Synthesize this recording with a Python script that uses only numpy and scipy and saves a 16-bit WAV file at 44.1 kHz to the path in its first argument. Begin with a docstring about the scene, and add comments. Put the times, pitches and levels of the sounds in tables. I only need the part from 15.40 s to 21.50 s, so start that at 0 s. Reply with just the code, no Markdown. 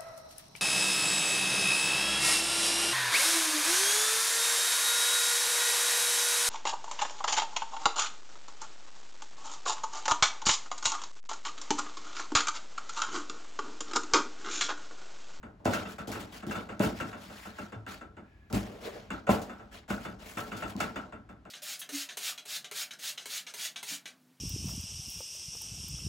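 """In a quiet studio, a dry pastel stick dabs and scratches paper clipped to a board on an easel.
Dabs knock the board's resonances, ring its steel clips, slap the paper and tick; hard blows swing the board.
Strokes are clumped noise: hiss and sizzle off the paper's tooth, rumble in the board, buzz in the clips.
Landings snap, a sliding hand rubs hollowly, and low room noise with a faint airy tone lies beneath.
Two spaced microphone ports hear the treble a little apart in time."""
import sys
import numpy as np
from scipy import signal
from scipy.fft import rfft, irfft, next_fast_len
from scipy.io import wavfile
from scipy.ndimage import uniform_filter1d, map_coordinates

SR = 44100
rng = np.random.default_rng(int(sys.argv[2]) if len(sys.argv) > 2 else 0)


def persist_wave(psi):
    """Save psi, clipped to +-1, as 16-bit WAV."""
    counts = np.round(np.clip(psi, -1, 1) * 32767).astype(np.int16)
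    wavfile.write(sys.argv[1], SR, np.atleast_2d(counts).T)


N = 269010  # samples


def amp(db):
    """Decibels to gain."""
    return 10 ** (np.asarray(db) / 20)


def unit(x):
    """Scaled to rms 1."""
    return x / np.sqrt(np.mean(x ** 2) + 1e-20)


def along(points, hz):
    """Read a (f/Hz, value) curve on a log frequency axis."""
    f, value = np.transpose(points)
    return np.interp(np.log(hz + 1), np.log(f + 1), value)


def colour(points):
    """Frequency response that follows a (f/Hz, level/dB) curve."""
    return lambda hz: amp(along(points, hz))


def filtered(x, response):
    """Filter x by a complex response of frequency."""
    size = next_fast_len(N + SR // 2)
    spectrum = rfft(x, size) * response(np.fft.rfftfreq(size, 1 / SR))
    return irfft(spectrum, size)[..., :N]


def modes(table):
    """Causal sum of resonances of alternating sign, none sharper than damped metal allows."""
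    def response(f):
        total = 0
        for k, (centre, width, db) in enumerate(table):
            width = max(width, centre / 240)
            resonance = 1j * f * width / (centre * centre - f * f + 1j * f * width)
            total = total + (-1) ** k * amp(db) * resonance
        return total
    return response


def driven(force, response):
    """Two unrelated noises under the force, coloured so that a steady force of 1 gives rms 1."""
    gain = np.sqrt(np.mean(np.abs(response(np.fft.rfftfreq(SR // 2, 1 / SR))) ** 2))
    return filtered(force * rng.standard_normal((2, N)), response) / gain


# Colour of the low room noise: f/Hz, level/dB (per Hz, relative)
ROOM_COLOUR = [(15, -57), (25, 3.5), (45, 11.5), (76, 4.5), (152, -7.5), (349, -11.5), (488, -31),
               (682, -23), (756, -23.5), (1680, -27), (2130, -31.5), (12000, -54), (15600, -72),
               (22000, -120)]
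# Resonances of the faint airy tone: f/Hz, width/Hz, level/dB
AIRY_MODES = [(458, 98, -11), (1684, 40, -2.5), (2390, 380, -16)]
# How the airy tone comes and goes: t/s, level/dB
AIRY_LEVEL = [(2.7, -93), (2.88, -67.5), (3.09, -69.5), (3.2, -88.5)]
ROOM_DB = -50.5


def studio():
    """Steady low noise of the room, and noise through resonances as an airy tone that comes and goes."""
    swell = amp(np.interp(np.arange(N) / SR, *np.transpose(AIRY_LEVEL)))
    room = amp(ROOM_DB) * driven(0.87, colour(ROOM_COLOUR))
    return room + driven(swell, modes(AIRY_MODES))


# The hand's hollow rub over the paper: t/s, level/dB (before trim), f/Hz (steers the blend of two notes)
HAND_SLIDE = [(3.28, -50, 467), (3.366, -47, 435), (3.41, -51, 503), (3.474, -32.5, 483),
              (3.516, -45.5, 464), (3.548, -42.5, 530), (3.584, -45.5, 510), (3.64, -63, 434),
              (3.68, -58, 477)]


def slide():
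    """Skin on paper sounds a cavity under the palm; its pitch moves between two fixed resonances."""
    s, db, hz = np.transpose(HAND_SLIDE)
    t = np.arange(N) / SR
    force = amp(np.interp(t, s, db - 3.5, left=-120, right=-120))
    high = np.clip((np.interp(t, s, hz) - 440) / 160, 0, 1)
    low_note = driven(force, modes([(450, 100, 0)]))
    high_note = driven(force, modes([(590, 100, 0)]))
    return np.sqrt(1 - high) * low_note + np.sqrt(high) * high_note


# The stick lands out of the air with a snap: t/s, level/dB (snap peak, before trim)
LANDINGS = [(0.2543, -31), (0.583, -56), (0.674, -49), (0.7173, -34), (1.067, -41), (1.395, -34.5),
            (2.4645, -68), (3.1, -56), (3.1275, -29.5), (3.705, -42), (3.868, -50), (4.4812, -55),
            (4.971, -43), (5.1684, -55), (5.365, -40), (5.4039, -29), (5.5583, -43)]


def landings():
    """Force of the brief snaps, and the share of scratching left while the stick nears the paper."""
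    snap, contact = np.zeros(N + SR), np.ones(N)
    t = np.arange(SR // 20) / SR
    for s, db in LANDINGS:
        k = round(s * SR)
        snap[k:][:len(t)] += amp(db - 1.0 - 60 * t / 0.01)  # falls 60 dB in 10 ms
        contact[k - len(t):k] *= amp(-9 * np.exp(-t[::-1] / 0.0023))
    return snap[:N], contact


def patchy(x, depth_db):
    """Random gain in patches of time and frequency: the paper's tooth is uneven."""
    z = signal.stft(x, nperseg=256)[2]
    field = uniform_filter1d(rng.standard_normal(z.shape[1:]), size=4, axis=0)
    field = uniform_filter1d(field, size=8, axis=1)
    return signal.istft(z * unit(amp(depth_db * unit(field))), nperseg=256)[1][:, :N]


# Strokes of the stick: start t/s, swell t/s, hiss peak level/dB, hiss fade/dB per s,
# and over the hiss: board rumble level/dB, sizzle level/dB (levels before each layer's trim)
STROKES = [(0.031, 0.047, -93.5, 148, 40, -14), (0.25, 0.1, -45.5, 111, 12, -9.5),
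           (0.47, 0.043, -55, 191, 5, -6), (0.585, 0.012, -56.5, 245, 12, -15),
           (0.675, 0.073, -52, 97, 14.5, -6.5), (0.78, 0.03, -54, 220, -6, -4),
           (0.911, 0.061, -53.5, 240, 6, -6), (1.068, 0.099, -54, 135, 18.5, -7.5),
           (1.285, .01, -64, 77, 18.5, -14), (1.398, 0.045, -43.5, 176, 11.5, -4),
           (1.54, 0.035, -52.5, 150, 6, -8), (1.6, .012, -60, 300, 26, -20),
           (1.64, 0.038, -58.5, 95, 14.5, -8), (1.77, .05, -59, 44, 7.5, -7.5),
           (1.91, 0.13, -56, 112, -3, -6.5), (2.13, 0.1, -59, 119, 8.5, -10),
           (2.467, 0.061, -52, 210, 6, -7.5), (3.124, 0.028, -44.5, 151, 12.5, -4.5),
           (3.25, 0.011, -62, 48, 15, -9), (3.402, 0.06, -53, 127, 6.5, -7.5),
           (3.52, 0.033, -58.5, 91, 14, -12.5), (3.7, 0.022, -57, 140, 16, -13),
           (3.888, 0.027, -44, 157, 17, -3.5), (4.02, 0.028, -65, 53, 15.5, -10),
           (4.31, 0.057, -54.5, 277, 6, -10), (4.482, .02, -51, 89, 15, -5.5),
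           (4.6, 0.051, -56, 178, 5, -7), (4.782, 0.049, -58, 38, 8, -10), (4.84, 0.065, -61, 65, -2, 1.5),
           (4.968, .015, -51.5, 100, 15, -2.5), (5.14, 0.066, -56, 112, 11, -7.5),
           (5.25, 0.055, -56.5, 280, 3, -4), (5.368, 0.079, -52, 131, 15, -9.5),
           (5.555, 0.013, -60, 121, 19, -14)]
SWELL_FROM_DB = -6  # a stroke's swell begins this far under its peak
SOFT_START_S = 0.0099  # the stick settles onto the paper


def pressure(levels_db, lingers):
    """Force of all strokes: each swells to its peak, then fades as the stick lifts; powers add."""
    power, t = np.zeros(N + SR), np.arange(3 * SR // 4) / SR
    settle = 1 - np.exp(-t / SOFT_START_S)
    for (s, swell, _, fade, *_), db in zip(STROKES, levels_db):
        swelling_db = SWELL_FROM_DB * (1 - t / swell)
        fading_db = -fade * (t - swell) / lingers
        shape_db = np.where(t < swell, swelling_db, fading_db)
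        power[round(s * SR):][:len(t)] += (amp(db + shape_db) * settle) ** 2
    return np.sqrt(power[:N])


def wander(rate_hz):
    """Random force that takes a new value at the given rate, smoothly joined."""
    values = rng.standard_normal(int(N * rate_hz / SR) + 4)
    return map_coordinates(values, [np.arange(N) / SR * rate_hz])


# Resonances of the easel and board: f/Hz, width/Hz, level/dB
BOARD = [(56, 38, -3), (108.2, 26.6, -1.5), (201.6, 34.3, 2.5), (329, 108, -6), (434, 20.2, -10.5),
         (592, 72, -12), (759, 137, -14), (1006.5, 202, -10), (1020, 109, -9)]
DEEP = 4  # how many board modes are the deep ones
# Ringing of the steel clips: f/Hz, width/Hz, level/dB
CLIPS = [(1096, 46, -3), (1279, 48, 1), (1344, 31, 7.5), (1462, 49, 3), (1620, 81, -3), (2165, 150, -14.5),
         (2712, 50, -6.5), (2930, 25, -12), (3540, 15, -8.5), (4640, 24, -22.5), (6700, 200, -25),
         (7990, 150, -24)]
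# Hiss of the paper's tooth: f/Hz, level/dB (per Hz, relative)
TOOTH = [(300, -120), (600, 3.5), (1500, 8.5), (3000, 4.5), (5000, -1), (7000, -6.5), (11000, -16),
         (16000, -18)]
# The stick's edge meeting the paper: f/Hz, level/dB (per Hz, relative)
TICK = [(1200, -120), (2000, 9), (4000, 9.5), (7000, 9.5), (11000, 3), (16000, 2)]
DUST_HZ = 8500  # above it crumbling pigment sizzles
DEEP_LINGERS, UPPER_LINGERS, SIZZLE_LINGERS = 1.46, 1.18, 0.69  # fading time over that of the hiss


def strokes():
    """The stick skips over the paper's fibres: clumped grains of force hiss, rumble and buzz the clips."""
    hiss_db, _, rumble_db, sizzle_db = np.transpose(STROKES)[2:]
    snap, contact = landings()
    clumps = .5 * wander(23) + 1.2 * wander(110) + 1.1 * wander(400)
    grain = contact * unit(amp(clumps))

    def sizzle_share(hz):  # share of power
        return 1 / (1 + (DUST_HZ / (hz + 1)) ** 8)

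    def hiss_colour(hz):
        return amp(along(TOOTH, hz)) * np.sqrt(1 - sizzle_share(hz))

    def sizzle_colour(hz):
        return amp(along(TOOTH, hz)) * np.sqrt(sizzle_share(hz))

    hiss = driven(pressure(hiss_db + 6.0, 1) * grain, hiss_colour)
    sizzle = driven(pressure(hiss_db + sizzle_db + 7, SIZZLE_LINGERS) * grain, sizzle_colour)
    board_db = hiss_db + rumble_db
    deep = driven(pressure(board_db - 5.0, DEEP_LINGERS) * grain, modes(BOARD[:DEEP]))
    upper = driven(pressure(board_db - 6.5, UPPER_LINGERS) * grain, modes(BOARD[DEEP:]))
    buzz = driven(pressure(board_db - 19.5, UPPER_LINGERS) * grain, modes(CLIPS))
    snaps = driven(snap, colour(TICK))
    return patchy(hiss + sizzle, depth_db=2.0) + buzz + deep + upper + snaps


# Hard blows that swing the whole board: t/s, peak level/dB, and over it: upper modes level/dB,
# easel's lowest sway level/dB, its second sway level/dB (before trim and chance)
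BLOWS = [(0.2565, -18, 4, -34, -17), (0.678, -33, -1, -6, -13), (1.07, -23.5, -28, -28, -19),
         (1.402, -12.5, -7, -30, -23.5), (2.361, -47.5, -15, -2, 7.5), (3.131, -25.5, -25, -4, -7),
         (3.8921, -11.5, 3.5, -19, -28), (4.505, -24.5, -7, -13, -23), (4.971, -30.5, -6, -13, -20),
         (5.354, -29.5, -6, -28, -23)]


def thumps():
    """Direct swing of the board: modes start together, neighbours opposed; the easel's two low ones sway longer."""
    out, t = np.zeros(N + SR), np.arange(SR // 2) / SR
    scatter_db = 2.5 * rng.standard_normal((len(BLOWS), len(BOARD)))
    for (s, db, upper_db, *sway_db), chance in zip(BLOWS, scatter_db):
        start = round((s - .0012) * SR)
        for k, (hz, _, mode_db) in enumerate(BOARD):
            if k < 2:
                lean_db, t60 = sway_db[k] + 7.5, .4
            elif k < DEEP:
                lean_db, t60 = -3, .09
            else:
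                lean_db, t60 = upper_db + 2.5, .07
            swing = (-1) ** k * np.sin(2 * np.pi * hz * t) * (1 - np.exp(-t * hz * 2.3))
            level_db = db + mode_db + lean_db + chance[k]
            out[start:][:len(t)] += amp(level_db - 60 * t / t60) * swing
    return out[:N]


# Dabs, light first touches and rebounds of the board: t/s, rattle peak level/dB, and over the rattle:
# deep knock level/dB, upper knock level/dB, stick's tick level/dB (before each layer's trim)
DABS = [(0.0341, -38.5, -1.5, -2, -52), (0.198, -71.5, 23, 26.5, -17), (0.251, -44.5, -9, -9, 3),
        (0.2585, -24, 4.5, 6, -11.5), (0.337, -21.5, -8, -8, -8.5), (0.4572, -34, -2.5, -21, -31),
        (0.5874, -31, -5, -4, -14), (0.676, -49, 17.5, 17.5, 12), (0.7232, -31.5, -22, -21, -4),
        (0.758, -32, -6, -8, -25), (1.03, -35.5, -2, -4, -24), (1.071, -43.5, 15, 2, -1),
        (1.1142, -26.5, -28, -29, -13), (1.156, -28, -11, -15, -25), (1.294, -31.5, -4.5, -5, -31),
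        (1.398, -52, -5, 9, -22), (1.402, -27, -4, 6, -35), (1.438, -25, 6, -3, -22),
        (1.606, -24.5, -4.5, -16, -16), (1.732, -33, -5, -3.5, -42), (1.9016, -40.5, -2, -0.5, -11),
        (2.0573, -36.5, -3.5, -2.5, -10.5), (2.189, -31.5, -3, -7, -17), (2.327, -35.5, -0.5, -2, -31),
        (2.47, -33.5, -4.5, -9, -33), (2.615, -37, -3.5, -3, -24), (2.7725, -41, 1, -1, -45),
        (3.104, -46, 10, 10.5, -5), (3.131, -37, 16, 4, -23), (3.708, -26.5, -3, -11.5, -27),
        (3.873, -26, -10, 2, -32), (3.8967, -22.5, 2, 5.5, -47), (4.0194, -49.5, -9, 11.5, 11.5),
        (4.0996, -33.5, -7, -7.5, -22), (4.2004, -41, -4.5, 0.5, -28), (4.484, -41, -6, 1, -19),
        (4.507, -25, -4, -11, -17.5), (4.654, -30, -1, -6.5, -40), (4.9747, -25, -15, -16, -19),
        (5.1217, -29, -3, -7, -18), (5.1694, -42, -11, -19, 3.5), (5.2265, -26, -3.5, -3.5, -22),
        (5.356, -54.5, 23, 12, -11), (5.406, -20.5, -9, -11, -10), (5.563, -27, -6, -8.5, -20),
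        (5.7283, -36, -2, -6, -35), (5.895, -41, -2.5, -4, -20.5), (6.0574, -42.5, -2, 0, -30)]
ONSET_S = 0.0046  # a contact starts this long before it is heard at strength
DAB_T60_S = 0.41  # common decay time, stretched for each layer


def bursts(levels_db, stretch, rise):
    """Force of all contacts: each rises fast and dies away in the room; powers add."""
    power, t = np.zeros(N + SR), np.arange(SR // 2) / SR
    decay = amp(-60 * t / (stretch * DAB_T60_S))
    shape = (decay * (1 - np.exp(-t / rise))) ** 2
    for (s, *_), db in zip(DABS, levels_db):
        power[round((s - ONSET_S) * SR):][:len(t)] += amp(db) ** 2 * shape
    return np.sqrt(power[:N])


CLIP_BOUNCE_S = .038  # gap between bounces of the loose clips


def struck():
    """Each contact's sharp start rings all clip modes, a little differently; loose clips bounce back twice."""
    out, t = np.zeros(N + SR), np.arange(SR // 5) / SR
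    hz, width, mode_db = np.transpose(CLIPS)[..., None]
    width = np.maximum(width, hz / 240)
    decay = np.exp(-np.pi * width * t)
    rings = width / width.mean() * amp(mode_db) * decay * np.cos(2 * np.pi * hz * t)
    rings[1::2] *= -1
    first = rings[1:4].copy()  # the loose clips' modes
    for k in (1, 2):
        late = round(k * CLIP_BOUNCE_S * SR)
        rings[1:4, late:] += amp(3.5 - 6.6 * k) * first[:, :-late]
    chance_db = 3 * rng.standard_normal((len(DABS), len(CLIPS)))
    for (s, db, *_), chance in zip(DABS, chance_db):
        out[round((s - ONSET_S) * SR):][:len(t)] += amp(db - 9.5 + chance) @ rings
    return out[:N]


# Paper slapping the board: f/Hz, level/dB (per Hz, relative)
SLAP = [(300, -120), (500, 11.5), (1200, 7), (2000, 4.5), (3500, -14), (7000, -41), (16000, -58)]
JINGLE_STRETCH = .35  # share of the common decay time that the high clip modes last
JINGLE_GROWS = 1.3  # dB of jingle for each dB of rattle; hard contacts ring brighter


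def dabs():
    """Board knock, clip rattle and jingle, paper slap and tick of every contact, each with its own decay."""
    _, rattle_db, deep_db, upper_db, tick_db = np.transpose(DABS)
    deep_force = bursts(rattle_db + deep_db - 3.5, stretch=0.84, rise=0.006)
    upper_force = bursts(rattle_db + upper_db - 9.5, stretch=1.0, rise=0.0014)
    rattle_force = bursts(rattle_db - 13, stretch=0.82, rise=0.00017)
    jingle_force = bursts(JINGLE_GROWS * rattle_db - 6, stretch=JINGLE_STRETCH, rise=0.0025)
    slap_force = bursts(rattle_db - 11.0, stretch=0.56, rise=0.0021)
    tick_force = bursts(rattle_db + tick_db - 6.0, stretch=0.37, rise=0.0028)
    knock = driven(deep_force, modes(BOARD[:DEEP])) + driven(upper_force, modes(BOARD[DEEP:]))
    clips = driven(rattle_force, modes(CLIPS[:5])) + driven(jingle_force, modes(CLIPS[5:]))
    paper = driven(slap_force, colour(SLAP)) + driven(tick_force, colour(TICK))
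    direct = (thumps() + struck()) * [[1], [0]]  # only in the sound both ports share
    return knock + clips + paper + direct


# How alike the two ports hear: f/Hz, left-right likeness [0 to 1]
ALIKE = [(60, .995), (150, .97), (300, .87), (640, .5), (1400, .3), (3000, .45), (5000, .6), (8000, .95),
         (16000, .95)]
# Balance: f/Hz, left over right level/dB
LEFT = [(300, 1), (1300, -0.1), (2400, 2), (4400, 4.5), (8000, 0)]
# Timing: f/Hz, phase by which left leads [radians]
LEAD = [(0, 0.041), (700, 0.77), (2700, 1), (4200, 0.35), (6900, 0.17), (15400, -4 * np.pi)]


def ports(pair):
    """Shared and unshared sound over two ports; the treble reaches them a fraction of a millisecond apart."""
    def spread(hz):
        turn = np.arccos(np.clip(along(ALIKE, hz), 0, 1)) / 2
        return np.array([np.cos(turn), np.sin(turn)])

    def skew(hz):  # half to each port, in opposite directions
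        left = amp(along(LEFT, hz) / 2) * np.exp(.5j * np.interp(hz, *np.transpose(LEAD)))
        return np.array([left, 1 / left])

    shared, apart = filtered(pair, spread)
    return filtered(np.array([shared + apart, shared - apart]), skew)


def scene():
    """Everything in the studio, at the two ports."""
    return ports(studio() + slide() + strokes() + dabs())


TOP_HZ = 15900  # band limit


def record(dry):
    """The microphone chain rolls off the lowest bass steeply and keeps nothing above its band limit."""
    return filtered(dry, lambda hz: (hz < TOP_HZ) * (1j * hz / (40 + 1j * hz)) ** 4)


dry = scene()
out = record(dry)
persist_wave(out)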